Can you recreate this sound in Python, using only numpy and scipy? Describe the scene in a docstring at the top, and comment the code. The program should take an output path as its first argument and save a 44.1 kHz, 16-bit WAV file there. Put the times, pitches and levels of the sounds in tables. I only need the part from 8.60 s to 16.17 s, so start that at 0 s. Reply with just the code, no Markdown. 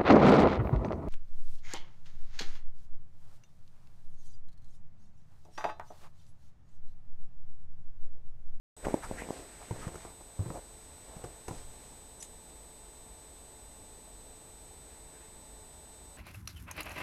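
"""A quiet room, microphone hiss and a thin electronic whine switch on. A camera is let go on
a carpet: fingers brush off it; it knocks, bounces and rings. Someone in trainers walks up over
a boarded floor and shuffles into place: boards boom, soles slap and scuff, clothes swish.
They pick up a plastic toy, which squeaks under a finger and clicks as its shell snaps."""
import sys
import numpy as np
from scipy import signal
from scipy.fft import rfft, irfft, next_fast_len
from scipy.io import wavfile

SR = 44100
rng = np.random.default_rng(int(sys.argv[2]) if len(sys.argv) > 2 else 0)


def to_wav(sig):
    """Store sig (one row per channel, or 1-D mono) as 16-bit WAV at the path in sys.argv[1].

    Samples outside -1..1 are clipped; the rate is SR.
    """
    pcm = np.clip(np.atleast_2d(sig), -1, 1) * 32767
    pcm = np.round(pcm).astype(np.int16)
    wavfile.write(sys.argv[1], SR, pcm.T)  # frames by channels


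N = 333837
T = np.arange(N) / SR

# noise spectra: f/Hz, relative level/dB
ROOM_SPECTRUM = [(10, -5.5), (22, 3), (35, -8.5), (55, -2), (85, -9), (140, -11.5), (220, -12), (330, -12),
                 (520, -13.5), (700, -13), (1000, -17), (1300, -25.5), (2200, -28.5), (3500, -58)]
HISS_SPECTRUM = [(1500, 7), (3000, 8), (4500, 6.5), (6500, 8), (9000, 9), (10500, 2.5), (13000, 3)]
FIZZ_SPECTRUM = [(800, -6), (2200, 14.5), (3500, 6.5), (6500, 13), (10000, 10), (13000, 2)]  # grit and fibres
SWAY_SPECTRUM = [(8, -2), (15, 3.5), (28, -6), (50, -9), (120, -19.5), (250, -33), (600, -100)]  # floor giving
PUSH_SPECTRUM = [(12, -16.5), (25, -9), (50, -1), (120, -16.5), (250, -15.5), (600, -107)]  # shifting weight
CLOTH_SPECTRUM = [(150, 16), (500, 7), (1000, 6.5), (1900, 4.5), (3200, 3), (6500, 3.5), (10000, 0),
                  (13000, -14)]
SLAP_SPECTRUM = [(100, -2), (300, 4), (900, 18), (1400, 7), (2500, -10), (5000, -47)]  # sole on floor
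CRACK_SPECTRUM = [(1000, -24), (2000, -8), (3000, -8), (4500, -13), (6200, -1), (9500, -8), (11300, -9),
                  (12500, -26)]  # snapping plastic

# camera's low bounce on the carpet (first row), then the ring of its case: f/Hz, relative level/dB, t60/s
BOUNCE_AND_RING = [(55, -10, 0.11), (235, 4, 0.027), (340, -23, 0.028), (1030, -15, 0.041)]
# modes of struck parts: f/Hz, relative level/dB, t60/s
BOARD_MODES = [(157, 1, 0.11), (270, -11, 0.095)]
SOLE_MODES = [(234, 0, 0.021), (347, -3, 0.081), (457, 2, 0.03), (774, -5.5, 0.025), (1015, -17, 0.063)]
TOY_MODES = [(2140, -15, 0.012), (6400, -3, 0.022), (7050, 6, 0.032), (9050, 5, 0.032), (10100, -7, .02),
             (11400, -18, 0.03)]

# distant motor, rumble: f/Hz, width/Hz, level/dB
MOTOR_BANDS = [(48.9, 8.6, -61), (73.9, 14, -66.5), (617, 41, -75.5)]
# distant motor, note: harmonic number, level/dB
MOTOR_HARMONICS = [(1, -68.5), (2, -71)]
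# electronic tones: f/Hz, relative level/dB
WHINE_TONES = [(3634, -74), (4011, -74), (4463, -84), (4840, -84), (7870, -60), (8247, -60), (11273, -83),
               (11649, -83), (12102, -78), (12484, -77)]
# electronic chirp: position/cycle, offset from centre/Hz, relative level/dB
CHIRP_CYCLE = [(0, 1530, -3), (.12, 1160, 2), (.28, 800, 3), (.45, 1170, 1), (.65, 1480, -9),
               (.82, 1530, -2)]
# fingers on the camera: t/s, half-length/s, level/dB, f/Hz, glide/(Hz/s), width/Hz, fizz/dB re brush
FINGER_BRUSHES = [(0.25, 0.011, -39.5, 1240, 0, 1420, -13), (.44, 0.028, -43, 1090, -6000, 913, -9.5),
                  (0.593, 0.036, -44.5, 1840, 11000, 850, -10)]
# knocks on the camera: t/s, level/dB, f/Hz
CAMERA_KNOCKS = [(0.2696, -21.5, 583), (0.285, -24.5, 496), (0.3092, -33, 600), (0.3428, -15.5, 450),
                 (0.513, -26.5, 484), (0.6216, -31, 630), (0.6887, -31, 596), (.7070, -23.5, 497)]
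# weight on the floor nearby: middle t/s, half-length/s, level/dB
FLOOR_LEANS = [(.275, 0.052, -38), (.495, 0.096, -40.5), (1.24, 0.084, -44), (3.03, 0.17, -45.5)]
# camera, then soles, on carpet; lower when pressed harder: middle t/s, half-length/s, level/dB, f/Hz
CARPET_DRAGS = [(.279, 0.051, -40, 480), (0.354, 0.066, -44.5, 348), (0.516, 0.061, -49, 298),
                (0.679, 0.23, -49, 426), (1.022, 0.025, -50.5, 740), (1.189, 0.13, -51, 260),
                (1.239, 0.027, -50.5, 1260), (1.35, 0.16, -57.5, 636), (1.474, 0.054, -55, 845),
                (1.88, 0.11, -49, 300), (1.965, 0.037, -44, 566), (2.559, 0.12, -56.5, 596)]
# sleeves and trouser legs: middle t/s, half-length/s, level/dB, rustle/dB re swish
CLOTH_SWISHES = [(0.298, 0.1, -63, 8.5), (.55, 0.33, -59, 0.5), (.755, 0.12, -54, -10.5),
                 (1.042, 0.39, -59, -2.5), (1.223, .09, -55.5, -1), (1.405, 0.14, -58, -5),
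                 (1.92, 0.31, -68, -5), (2.546, 0.8, -64, -9), (2.97, 0.11, -55.5, -18),
                 (3.225, 0.27, -61, -22), (3.905, 0.043, -63, -19), (6.324, 0.085, -67.5, -1),
                 (6.606, .13, -70.5, 3.5)]
# heels and soles landing: t/s, thump/dB, thump f/Hz, thump t60/s, slap/dB, click/dB
LANDINGS = [(1.109, -20.5, 109.6, 0.071, -34, -56), (1.2686, -23.5, 124, 0.037, -44, -58),
            (1.7918, -16.5, 97.7, 0.12, -42, -59), (1.859, -26, 123, 0.11, -41, -66),
            (1.903, -28, 184, 0.017, -38.5, -66), (2.566, -34, 127, 0.02, -48.5, -57),
            (2.64, -32, 115, 0.079, -34, -50), (2.882, -31, 89.5, 0.062, -32, -44),
            (2.909, -27.5, 124, 0.059, -37, -58)]
# light taps of a rolling foot: t/s, slap/dB
SOLE_TAPS = [(1.161, -44), (1.2786, -36), (1.317, -44.5), (1.3426, -41), (1.356, -38), (1.45, -40),
             (1.608, -46)]
# finger slipping on the toy: f/Hz, width/Hz, relative level/dB
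SQUEAK_BANDS = [(5900, 370, 1), (10170, 250, -7)]
# snaps of the toy's shell: t/s, level/dB
TOY_SNAPS = [(3.607, -47.5), (3.6255, -41), (3.627, -36.5), (3.6285, -35), (3.641, -59), (3.652, -58)]


def amp(db):
    """Decibels to gain."""
    return 10 ** (np.asarray(db) / 20)


def unit(x):
    """Scale to rms 1."""
    return x / np.sqrt(np.mean(x ** 2) + 1e-20)


def add(mix, at_s, sound):
    """Mix a sound in at a time."""
    part = mix[round(at_s * SR):][:len(sound)]
    part += sound[:len(part)]


def noise(spectrum):
    """Shaped noise, rms 1."""
    hz, db = np.transpose(spectrum)
    colour = amp(np.interp(np.log(np.fft.rfftfreq(N, 1 / SR) + 1), np.log(hz + 1), db))
    return unit(irfft(rfft(rng.standard_normal(N)) * colour, N))


def band(hz, width_hz, size=next_fast_len(N)):
    """Noise in one steep resonance, rms 1, at most N samples."""
    f = np.fft.rfftfreq(size, 1 / SR) + 1
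    detune = (f ** 2 - hz ** 2) / (f * width_hz)
    return unit(irfft(rfft(rng.standard_normal(size)) / (1 + detune ** 2 / 2) ** 2, size))[:N]


def ring(modes, t):
    """Decaying modes; neighbours move in opposite directions."""
    return sum((-1) ** k * amp(db - 60 * t / t60_s) * np.sin(2 * np.pi * hz * t)
               for k, (hz, db, t60_s) in enumerate(modes))


def swell(t, middle_s, half_s, order=3):
    """Rise and fall of contact; lower order, softer edges."""
    return np.exp(-2 * abs((t - middle_s) / half_s) ** order)


def strokes(rows, order=3):
    """Envelope of several swells, summed in power."""
    return np.sqrt(sum((amp(db) * swell(T, at_s, half_s, order)) ** 2 for at_s, half_s, db in rows))


def catching(depth_db, rate_hz):
    """Catch and slip: a quick random flutter of level."""
    return unit(amp(depth_db * band(rate_hz, 2 * rate_hz)))


def background(room_db=-56.5, hiss_db=-61, motor_hz=438, waver_hz=1.532):
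    """Room rumble, a distant motor's hum and wavering note, microphone hiss."""
    hum = sum(amp(db) * band(hz, width_hz) for hz, width_hz, db in MOTOR_BANDS)
    cycles = np.cumsum(motor_hz + waver_hz * band(hz=2.02, width_hz=4)) / SR
    note = sum(amp(db) * unit(np.sin(2 * np.pi * k * cycles)) for k, db in MOTOR_HARMONICS)
    return amp(room_db) * noise(ROOM_SPECTRUM) + hum + note + amp(hiss_db) * noise(HISS_SPECTRUM)


def whine(tones_gain_db=0.8, centre_hz=8057, chirps_per_s=24.97, lower_db=-72, upper_db=-75, jitter_hz=8):
    """Camera electronics: tones drifting together, plus a chirping pair mirrored about a centre."""
    drift_hz = band(hz=6.7, width_hz=5.4)
    clock_s = T + np.cumsum(drift_hz) / SR / centre_hz
    tones = sum(amp(db + tones_gain_db) * np.sin(2 * np.pi * (hz * clock_s + rng.random()))
                for hz, db in WHINE_TONES)
    position, *columns = np.transpose(CHIRP_CYCLE)
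    offset_hz, chirp_db = (np.interp(T * chirps_per_s, position, c, period=1) for c in columns)
    sweep_rad = 2 * np.pi * np.cumsum(offset_hz + jitter_hz * band(hz=30, width_hz=60)) / SR
    centre_rad = 2 * np.pi * centre_hz * clock_s
    lower = amp(lower_db) * np.sin(centre_rad - sweep_rad)
    upper = amp(upper_db) * np.sin(centre_rad + sweep_rad)
    return np.sqrt(2) * (tones + amp(chirp_db) * (lower + upper))


def brushes(skew=1.42, lead_s=0.1):
    """Skin slides on the case: a grainy swish gliding with finger speed, slower to fade than to rise."""
    out, t = np.zeros(N), T[:SR // 4]
    fizz, catch = noise(FIZZ_SPECTRUM), catching(depth_db=2.5, rate_hz=147)
    for at_s, half_s, db, hz, glide_hz_per_s, width_hz, fizz_db in FINGER_BRUSHES:
        here = round((at_s - lead_s) * SR) + np.arange(len(t))
        contact = swell(t, lead_s, half_s * np.where(t > lead_s, skew, 1 / skew), order=2)
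        glide = np.exp(1j * np.pi * glide_hz_per_s * (t - lead_s) ** 2)
        swish = (signal.hilbert(band(hz, width_hz, len(t))) * glide).real
        add(out, at_s - lead_s, amp(db) * contact * (swish + amp(fizz_db) * fizz[here]))
    return out * catch


def knocks(bounce_and_ring_db=-23, body_db=-10, body_ratio=0.45, muffle_hz=1200,
           rebound_above_db=-20, rebound_s=0.00331, rebound_db=-8.5, lead_s=0.008):
    """A quick and a slow push-pull, then the camera's low bounce on the carpet and its case's ring."""
    out, t = np.zeros(N), T[:SR // 10]
    for at_s, db, hz in CAMERA_KNOCKS:
        phase = 2 * np.pi * hz * (t - lead_s)
        quick, slow = (-u * np.exp((1 - u ** 2) / 2) for u in (phase, phase * body_ratio))
        pulse = quick + amp(body_db) * slow  # slow: the whole body moves
        for k in range(3 if db > rebound_above_db else 1):  # hard knocks rebound twice
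            add(out, at_s + k * rebound_s - lead_s, amp(db + k * rebound_db) * pulse)
        add(out, at_s, amp(db + bounce_and_ring_db) * ring(BOUNCE_AND_RING, t))
    case_lowpass = 1 / (1 + (np.fft.rfftfreq(N, 1 / SR) / muffle_hz) ** 10)
    return irfft(rfft(out) * case_lowpass, N)


def ticks(re_knock_db=-29, decay_s=0.0047):
    """The plastic case ticks at the onset of each knock."""
    envelope, t = np.zeros(N), T[:SR // 20]
    for at_s, db, hz in CAMERA_KNOCKS:
        add(envelope, at_s - 1 / (np.pi * hz), amp(db + re_knock_db) * np.exp(-t / decay_s))
    return envelope * noise(FIZZ_SPECTRUM)


def leans():
    """The floor gives under shifting weight: a deep rumble."""
    return noise(SWAY_SPECTRUM) * strokes(FLOOR_LEANS)


def scuffs(width_hz=626, fizz_db=-18.5, push_db=-5.5, lead_s=0.24,
           settle_db=-11.5, settle_hz=376, rise_s=0.0093, fade_s=0.043):
    """Carpet rubbed by drags and by soles settling after landing: dull swish, fizz above, push below."""
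    out, t = np.zeros(N), T[:SR // 2]
    settle = (1 - np.exp(-t / rise_s)) * np.exp(-t / fade_s)
    rubs = [(at_s - lead_s, amp(db) * swell(t, lead_s, half_s), hz)
            for at_s, half_s, db, hz in CARPET_DRAGS]
    rubs += [(at_s, amp(slap_db + settle_db) * settle, settle_hz) for at_s, *_, slap_db, _ in LANDINGS]
    fizz, push = noise(FIZZ_SPECTRUM), noise(PUSH_SPECTRUM)
    catch = catching(depth_db=2, rate_hz=147)
    for at_s, contact, hz in rubs:
        here = round(at_s * SR) + np.arange(len(t))
        swish = band(hz, width_hz, len(t)) + amp(fizz_db) * fizz[here]
        add(out, at_s, contact * (catch[here] * swish + amp(push_db) * push[here]))
    return out


def clothes():
    """Cloth slides on cloth: wide, soft swishes and a rustle from the folds."""
    swish = noise(CLOTH_SPECTRUM) * strokes([row[:3] for row in CLOTH_SWISHES], order=2)
    folds = [(at_s, half_s, db + rustle_db) for at_s, half_s, db, rustle_db in CLOTH_SWISHES]
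    rustle = band(hz=1770, width_hz=1460) * strokes(folds, order=2)
    return (swish + rustle) * catching(depth_db=1, rate_hz=89)


def footfalls(rise_per_t60=0.051, boards_db=-13, sole_db=-2, puff_db=-5, puff_s=0.007, click_s=0.0086,
              tap_thump_db=1, tap_hz=107, tap_t60_s=0.044, tap_click_db=-16):
    """Boards boom under the weight, the sole slaps, grit clicks; a tap is a small footfall."""
    out, t = np.zeros(N), T[:SR // 4]
    puff, grit = noise(SLAP_SPECTRUM), noise(FIZZ_SPECTRUM)
    taps = [(at_s, db + tap_thump_db, tap_hz, tap_t60_s, db, db + tap_click_db) for at_s, db in SOLE_TAPS]
    for at_s, thump_db, hz, t60_s, slap_db, click_db in LANDINGS + taps:
        here = round(at_s * SR) + np.arange(len(t))
        load = 1 - np.exp(-t / (rise_per_t60 * t60_s))  # a long tread builds slowly
        thump = load * (ring([(hz, 0, t60_s)], t) + amp(boards_db) * ring(BOARD_MODES, t))
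        slap = amp(sole_db) * ring(SOLE_MODES, t) + amp(puff_db) * puff[here] * np.exp(-t / puff_s)
        click = grit[here] * np.exp(-t / click_s)
        add(out, at_s, amp(thump_db) * thump + amp(slap_db) * slap + amp(click_db) * click)
    return out


def toy(start_s=3.58, squeak_db=-52, shell_db=-7, crack_db=-3, crack_s=0.0011,
        crackle_db=-54, grain_db=2.5):
    """A finger squeaks on the plastic; the shell snaps amid a loose crackle."""
    out, t = np.zeros(N), T[:SR // 10]
    crack = noise(CRACK_SPECTRUM)
    squeak = sum(amp(db) * band(hz, width_hz, len(t)) for hz, width_hz, db in SQUEAK_BANDS)
    add(out, start_s, amp(squeak_db) * squeak * swell(t, middle_s=0.029, half_s=0.01))
    for at_s, db in TOY_SNAPS:
        burst = crack[round(at_s * SR):][:len(t)] * np.exp(-t / crack_s)
        add(out, at_s, amp(db) * (amp(shell_db) * ring(TOY_MODES, t) + amp(crack_db) * burst))
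    grains = unit(amp(grain_db * band(hz=300, width_hz=600, size=len(t))))
    crackle = crack[:len(t)] * grains * swell(t, middle_s=0.055, half_s=0.028)
    add(out, start_s, amp(crackle_db) * crackle)
    return out


def room(x, wet_db=-15, t60_s=0.3, echoes_per_s=2000, predelay_s=0.004):
    """Small carpeted room: a short, faint tail."""
    t = T[:SR // 2]
    echoes = rng.standard_normal(len(t)) * (rng.random(len(t)) < echoes_per_s / SR) * (t > predelay_s)
    tail = echoes * amp(-60 * t / t60_s)
    return x + amp(wet_db) * signal.fftconvolve(x, tail / np.linalg.norm(tail))[:N]


def scene():
    """Handling and floor flex reach the microphone directly; shoes, scuffs, clothes and toy reverberate."""
    direct = knocks() + ticks() + brushes() + leans()
    airborne = footfalls() + scuffs() + clothes() + toy()
    return (direct + room(airborne) + background() + whine())[None]


def record(dry, switch_on_s=0.165, ramp_s=0.002, cutoff_hz=12850):
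    """Microphone switch-on, then the band limit."""
    live = dry * np.clip((T - switch_on_s) / ramp_s, 0, 1)
    lowpass = signal.firwin(511, cutoff_hz, window=("kaiser", 9), fs=SR)
    return signal.oaconvolve(live, lowpass[None], "same")


dry = scene()
out = record(dry)
to_wav(out)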